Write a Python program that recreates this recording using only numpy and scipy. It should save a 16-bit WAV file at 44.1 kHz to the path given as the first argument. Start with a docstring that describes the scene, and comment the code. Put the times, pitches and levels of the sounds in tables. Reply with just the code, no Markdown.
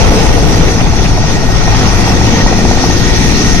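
"""Hovering helicopter in wind

Rotor roar and turbine hiss are shaped random noise. Every blade pass adds a thump built of harmonics and a
noise swish; listed moments slap (short cosine bursts on a pressure dip) or crackle (bright noise bursts).
The tail rotor drones in harmonics, and a gearbox gives a sine whine with a narrow rasp. Two microphone ports
hear it with a lean, a lag and a ground echo; wind noise buffets them and the loudest peaks clip."""
import sys
import numpy as np
from scipy import signal
from scipy.fft import rfft, irfft, next_fast_len
from scipy.io import wavfile
from scipy.ndimage import uniform_filter1d, map_coordinates

SR = 44100
rng = np.random.default_rng(int(sys.argv[2]) if len(sys.argv) > 2 else 0)


def ratio_of_db(decibels):
    """Turn decibels (scalar or array-like) into linear amplitude factors; 0 dB maps to 1."""
    return 10 ** (np.asarray(decibels, float) / 20)


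def persist_wave(psi):
    """Save psi, clipped to +-1, as 16-bit WAV."""
    counts = np.round(np.clip(psi, -1, 1) * 32767).astype(np.int16)
    wavfile.write(sys.argv[1], SR, np.atleast_2d(counts).T)


N = 158760

BLADE_HZ, BLADE_S = 16.015, 2.2155  # main rotor passes a second, moment of one pass


def unit(x):
    """Normalization: scales a signal to an rms of 1."""
    return x / np.sqrt(np.mean(x ** 2) + 1e-20)


def along(points, hz):
    """Logarithmic frequency scale: interpolates (Hz, value) points."""
    f, v = np.transpose(points)
    return np.interp(np.log(hz + 1), np.log(f + 1), v)


def curves(rows):
    """Linear interpolation in time: one curve for each column after the seconds."""
    s, *cols = np.transpose(rows)
    return [np.interp(np.arange(N) / SR, s, c) for c in cols]


def wobble(rate):
    """Slow random modulation: a smooth curve through random knots, rate of them a second."""
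    knots = rng.standard_normal(int(N * rate / SR) + 4)
    return map_coordinates(knots, [np.arange(N) * rate / SR])


def filtered(x, response):
    """Linear filtering: multiplies the spectrum by a complex response of frequency."""
    m = next_fast_len(N + SR // 2)
    return irfft(rfft(x, m) * response(np.fft.rfftfreq(m, 1 / SR)), m)[..., :N]


def rush(spectrum, alike, patchy_db):
    """Turbulence noise: stereo of rms 1, with random gain patches in time and frequency."""
    z = signal.stft(rng.standard_normal((2, N)), nperseg=512)[2]
    field = rng.standard_normal(z.shape[1:])
    field = uniform_filter1d(uniform_filter1d(field, 6, 0), 7, 1)
    pair = signal.istft(z * ratio_of_db(patchy_db * unit(field)), nperseg=512)[1][:, :N]

    def mid_side(hz):
        angle = np.arccos(np.clip(along(alike, hz), -1, 1)) / 2  # splits power by left-right likeness
        return ratio_of_db(along(spectrum, hz)) * [np.cos(angle), np.sin(angle)]

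    mid, side = filtered(pair, mid_side)
    return unit(np.array([mid + side, mid - side]))


def passes():
    """Rotor phase: main rotor blade passes counted along time."""
    return (np.arange(N) / SR - BLADE_S) * BLADE_HZ


def gate(late, sharp):
    """Periodic amplitude modulation: a swell of rms 1, once a blade pass."""
    return unit(np.exp(sharp * np.cos(2 * np.pi * (passes() - late))))


# Wind buffeting. Each row: time in seconds, level in dB.
WIND_LEVELS = [(0, -6.5), (.5, -10.5), (1.3, -11), (2, -11.5), (2.6, -12.5), (3.6, -13)]
# Spectrum of the buffeting. Each row: frequency in Hz, relative density in dB.
BUFFET_SPECTRUM = [(4, -38), (10, -5), (40, 0.5), (80, -6), (170, -11), (260, -36), (440, -120)]
WIND_ALIKE, WIND_LEAN_DB = 0.34, 7  # left-right likeness, left over right


def wind():
    """Turbulent pressure at the ports: lumpy low noise, mostly different at each, stronger on the left."""
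    wind_db, = curves(WIND_LEVELS)
    lean_db = [[WIND_LEAN_DB / 2], [-WIND_LEAN_DB / 2]]
    lumps = ratio_of_db(0.8 * np.array([wobble(9.1), wobble(24.4)]) + lean_db)
    return ratio_of_db(wind_db) * lumps * rush(BUFFET_SPECTRUM, [(30, WIND_ALIKE)], patchy_db=1.44)


# Gearbox levels. Each row: time in seconds, whine peak in dB, rms of the rasp around it in dB.
GEAR_LEVELS = [(0, -32, -48), (.65, -37, -28.5), (1.05, -40, -42), (1.2, -31, -32), (1.9, -29.5, -34),
               (2.5, -33, -24.5), (2.9, -26, -28), (3.6, -25, -29)]
GEAR_HZ = 1873
RASP_HZ, RASP_WIDE_HZ = 1887, 81  # centre, half width at half amplitude
RASP_LATE, RASP_SHARP = 0.21, 1.1  # share of a pass after its moment; how peaked the swell is


def gearbox():
    """Gear-mesh excitation: a sine whine in a narrow noise rasp that swells with each blade pass."""
    whine_db, rasp_db = curves(GEAR_LEVELS)
    phase = 2 * np.pi * GEAR_HZ * np.arange(N) / SR + .3 * wobble(14)
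    whine = np.sin(phase) * ratio_of_db(whine_db + .9 * wobble(9))
    noise = rng.standard_normal(N)
    rasp = unit(filtered(noise, lambda hz: 1 / (1 + ((hz - RASP_HZ) / RASP_WIDE_HZ) ** 4)))
    return whine + ratio_of_db(rasp_db) * gate(RASP_LATE, RASP_SHARP) * rasp


# Tail rotor harmonics. Each row: multiple of the tail blade rate, rms level in dB.
TAIL_HARMONICS = [(1, -24), (2, -23), (3, -26), (4, -33), (5, -36)]
TAIL_HZ = 56.36  # tail blade passes a second


def tail_rotor():
    """Harmonic radiation of a rotor: multiples of the tail blade rate, each wavering."""
    turn = 2 * np.pi * TAIL_HZ * np.arange(N) / SR
    return sum(np.sqrt(2) * ratio_of_db(db + 2.0 * wobble(3.1)) * np.sin(k * turn + .35 * wobble(2.41))
               for k, db in TAIL_HARMONICS)


# Coherence of the aircraft noise at the ports. Each row: frequency in Hz, left-right likeness (1 is equal).
LIKENESS = [(120, 1), (250, 0.92), (560, 0.33), (780, 0.74), (1130, 0.064), (1300, 0.24), (1560, 0.99),
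            (1880, 0.59), (2600, 0.067), (3500, 0.13), (5600, 0.13), (12000, 0.11)]
# Rotor and engine noise. Each row: time in seconds, then levels in dB of the rotor roar, wake, blade tips,
# low exhaust, high exhaust, turbine hiss and top of the hiss.
ROAR_LEVELS = [(0, -14.5, -15.5, -18, -20, -17.5, -18, -31.5),
               (.25, -16.5, -16.5, -21, -22.5, -20.5, -21, -33.5),
               (.55, -15, -18, -21.5, -23.5, -22.5, -21, -34),
               (.9, -15.5, -23.5, -25.5, -24, -23.5, -22, -36.5),
               (1.2, -15, -27.5, -21.5, -24.5, -23, -20.5, -37.5),
               (1.5, -16, -22, -27.5, -24, -23, -22.5, -38),
               (1.75, -14.5, -23, -22, -20.5, -20.5, -20, -36),
               (2.05, -15.5, -23.5, -20.5, -22, -21, -20.5, -34),
               (2.4, -15.5, -20.5, -23, -21.5, -20.5, -19.5, -37.5),
               (2.8, -16, -20, -23.5, -23, -20.5, -18, -36), (3.2, -13, -24.5, -23.5, -24.5, -19, -18, -33),
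               (3.6, -12, -25.5, -25.5, -24.5, -19.5, -16.5, -35)]
# Spectra of these seven bands in that order. Each row: frequency in Hz, relative density in dB.
ROAR_SPECTRUM = [(47, -8), (80, -5), (145, -1.5), (177, -3.5), (370, -8), (480, -15.5), (810, -120)]
WAKE_SPECTRUM = [(210, -67), (350, -2), (460, 6), (620, -2.5), (810, -35), (1360, -120)]
TIP_SPECTRUM = [(400, -37), (600, -10), (700, 1.5), (800, 0.5), (920, 0), (1050, -18.5), (1400, -40),
                (2300, -120)]
LOW_EXHAUST_SPECTRUM = [(560, -14), (1110, -6.5), (1420, -7), (1700, -11.5), (2210, -64), (3740, -120)]
HIGH_EXHAUST_SPECTRUM = [(970, -15), (1650, -11.5), (1890, -4.5), (2110, -7), (2350, -6), (2750, -7.5),
                         (2970, -11.5), (3450, -8), (4600, -18), (5980, -25), (10100, -120)]
HISS_SPECTRUM = [(2530, -28), (4300, -6), (4780, -6.5), (5930, -0.5), (6510, -5.5), (7300, -24),
                 (12000, -120)]
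TOP_SPECTRUM = [(4100, -50), (7000, -15), (7500, 2), (10900, -2.5), (11800, 1), (13000, -14.5), (15800, -9),
                (17000, -120)]
# Patchiness. A single row: rms gain variation in dB of each band in that order; patches deepen toward the treble.
BAND_PATCHY_DB = (1.2, 1.2, 1.2, 1.4, 1.6, 1.9, 3.2)
FLUTTER_DB = .75  # depth of each of two wobbles: one shared by the bands, one of each band's own


def roar():
    """Broadband aerodynamic noise: wake, tips, exhaust and turbine, fluttering in turbulent air."""
    air = wobble(10.06)
    spectra = (ROAR_SPECTRUM, WAKE_SPECTRUM, TIP_SPECTRUM, LOW_EXHAUST_SPECTRUM,
               HIGH_EXHAUST_SPECTRUM, HISS_SPECTRUM, TOP_SPECTRUM)
    total = 0
    for db, spectrum, patchy_db in zip(curves(ROAR_LEVELS), spectra, BAND_PATCHY_DB):
        gain = ratio_of_db(db + FLUTTER_DB * (air + wobble(12)))
        total = total + gain * rush(spectrum, LIKENESS, patchy_db)
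    return total


# Crackling blade passes. Each row: time in seconds, rms at the peak in dB.
CRACKLE_BURSTS = [(.622, -20.5), (.685, -20), (.812, -19), (.875, -24), (.99, -23), (1.058, -18),
                  (1.245, -28), (1.68, -25), (2.175, -29)]
# Spectrum of the crackle. Each row: frequency in Hz, relative density in dB.
CRACKLE_SPECTRUM = [(600, -60), (1100, -14), (1600, -3), (2300, 2.5), (3200, -9.5), (6000, -120)]
CRACKLE_S = 0.0084  # half width of a burst


def crackles():
    """Impulsive broadband noise: short bright bursts on some blade passes."""
    t = np.arange(N) / SR
    bursts = sum(ratio_of_db(db) * np.exp(-.5 * ((t - s) / CRACKLE_S) ** 2) for s, db in CRACKLE_BURSTS)
    return bursts * rush(CRACKLE_SPECTRUM, LIKENESS, patchy_db=2.5)


# Blade loading noise. Each row: time in seconds, swish level in dB, thump level in dB.
LOADING_LEVELS = [(0, -25, -19), (.4, -23.5, -18.5), (.8, -28.5, -23.5), (1.1, -26, -21), (1.5, -22.5, -23),
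                  (1.75, -21.5, -22.5), (2.05, -27.5, -16.5), (2.9, -32, -14), (3.6, -25.5, -20.5)]
# Harmonics of the thump. Each row: multiple of the blade rate, relative level in dB.
THUMP_HARMONICS = [(11, 0), (12, 0), (13, -1), (14, -3), (15, -4), (16, 1), (17, -6), (18, -6), (19, -2),
                   (22, -4), (23, -10), (28, -7), (30, -9)]
# Spectrum of the swish. Each row: frequency in Hz, relative density in dB.
SWISH_SPECTRUM = [(250, -120), (450, -15), (650, 7), (950, 1), (1500, -19), (3000, -120)]
SWISH_LATE, SWISH_SHARP = 0.44, 1.5  # share of a pass after its moment; how peaked the swell is
BEAT_DB, BEAT_RAD = -22, 1.4  # fundamental of the blade rate: mean rms level and lead


def main_rotor():
    """Blade loading noise: a suction thump of harmonics, a slow beat and a swish at each pass."""
    swish_db, thump_db = curves(LOADING_LEVELS)
    turn = 2 * np.pi * passes()
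    thump = unit(sum(-ratio_of_db(db + 2.5 * wobble(3)) * np.cos(k * turn + .75 * wobble(2.5))
                     for k, db in THUMP_HARMONICS))
    beat_gain = np.sqrt(2) * ratio_of_db(BEAT_DB + 0.84 * wobble(2.1))
    beat = beat_gain * np.cos(turn + BEAT_RAD + 0.45 * wobble(1.26))
    swell = gate(SWISH_LATE + .04 * wobble(3), SWISH_SHARP)
    swish = ratio_of_db(swish_db + 1.3 * wobble(12)) * swell * rush(SWISH_SPECTRUM, LIKENESS, patchy_db=2.4)
    return ratio_of_db(thump_db) * thump + beat + swish


# Blade slaps. Each row: onset in seconds, peak of the oscillation in dB, pitch in Hz.
SLAP_EVENTS = [(0.812, -5, 670), (0.936, -7, 820), (1.238, -12, 740), (1.555, -8, 711), (1.676, -6, 770),
               (1.737, -9, 800), (1.83, -7, 759), (2.076, -5, 845), (2.213, -1.5, 850), (2.277, -8, 912),
               (2.338, -5, 720), (2.401, -4.5, 750), (2.462, -0.5, 830), (2.526, -2, 726), (2.588, -5, 740),
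               (2.651, -1, 765), (2.711, 1, 740), (2.773, -5, 734), (2.839, -2.5, 760), (2.9, -5, 780)]
SLAP_S, SLAP_PEAK_S = 0.0013, 0.00219  # half width; time from onset to peak
SUCK_DB, SUCK_S = -6.5, 0.0021  # pressure dip under a slap: level over it, half width


def slaps():
    """Blade-vortex interaction: cutting a tip vortex gives a few cycles riding on a dip of pressure."""
    t = np.arange(N) / SR - SLAP_PEAK_S
    total = 0
    for s, db, hz in SLAP_EVENTS:
        cycles = np.cos(2 * np.pi * hz * (t - s)) * np.exp(-.5 * ((t - s) / SLAP_S) ** 2)
        dip = ratio_of_db(SUCK_DB) * np.exp(-.5 * ((t - s) / SUCK_S) ** 2)
        total = total - ratio_of_db(db) * (cycles + dip)
    return total


# Lean of the aircraft sound. Each row: frequency in Hz, left over right in dB.
PORT_LEAN = [(60, 14.5), (99, -6), (160, 5), (270, 1), (450, 1), (740, 2.5), (2010, -1.5), (3330, -2),
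             (5500, 4), (9080, -3.5), (15000, 4.5)]
DIP_HZ, DIP_WIDE_HZ, DIP_DB = 1638, 59.6, 3.5  # the band thinned by the ground echo
LAG_S = 0.00011  # right port hears later


def scene():
    """Interference and arrival differences: two ports hear the aircraft, and wind is added at them."""
    craft = roar() + main_rotor() + slaps() + crackles() + tail_rotor() + gearbox()
    side = np.array([[.5], [-.5]])  # left, right

    def ports(hz):
        echo_db = DIP_DB * np.exp(-.5 * ((hz - DIP_HZ) / DIP_WIDE_HZ) ** 2)
        lag = np.exp(2j * np.pi * side * hz * LAG_S)
        return ratio_of_db(side * along(PORT_LEAN, hz) - echo_db) * lag

    return filtered(craft, ports) + wind()


def roll_off(x):
    """The treble ends steeply here."""
    return signal.sosfilt(signal.butter(12, 15990, fs=SR, output="sos"), x)


CLIP_TOP, CLIP_HARD = 1.0, 6  # ceiling in full scale, sharpness of the knee
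MIC_TOP_HZ = 12500  # 3 dB down here


def record(dry):
    """Saturation and band limiting: the input stage clips the loudest peaks and rolls off the top."""
    clipped = dry / (1 + np.abs(dry / CLIP_TOP) ** CLIP_HARD) ** (1 / CLIP_HARD)
    rolled = filtered(clipped, lambda hz: (hz > 2) / np.sqrt(1 + (hz / MIC_TOP_HZ) ** 8))
    return roll_off(rolled)


dry = scene()
out = record(dry)
persist_wave(out)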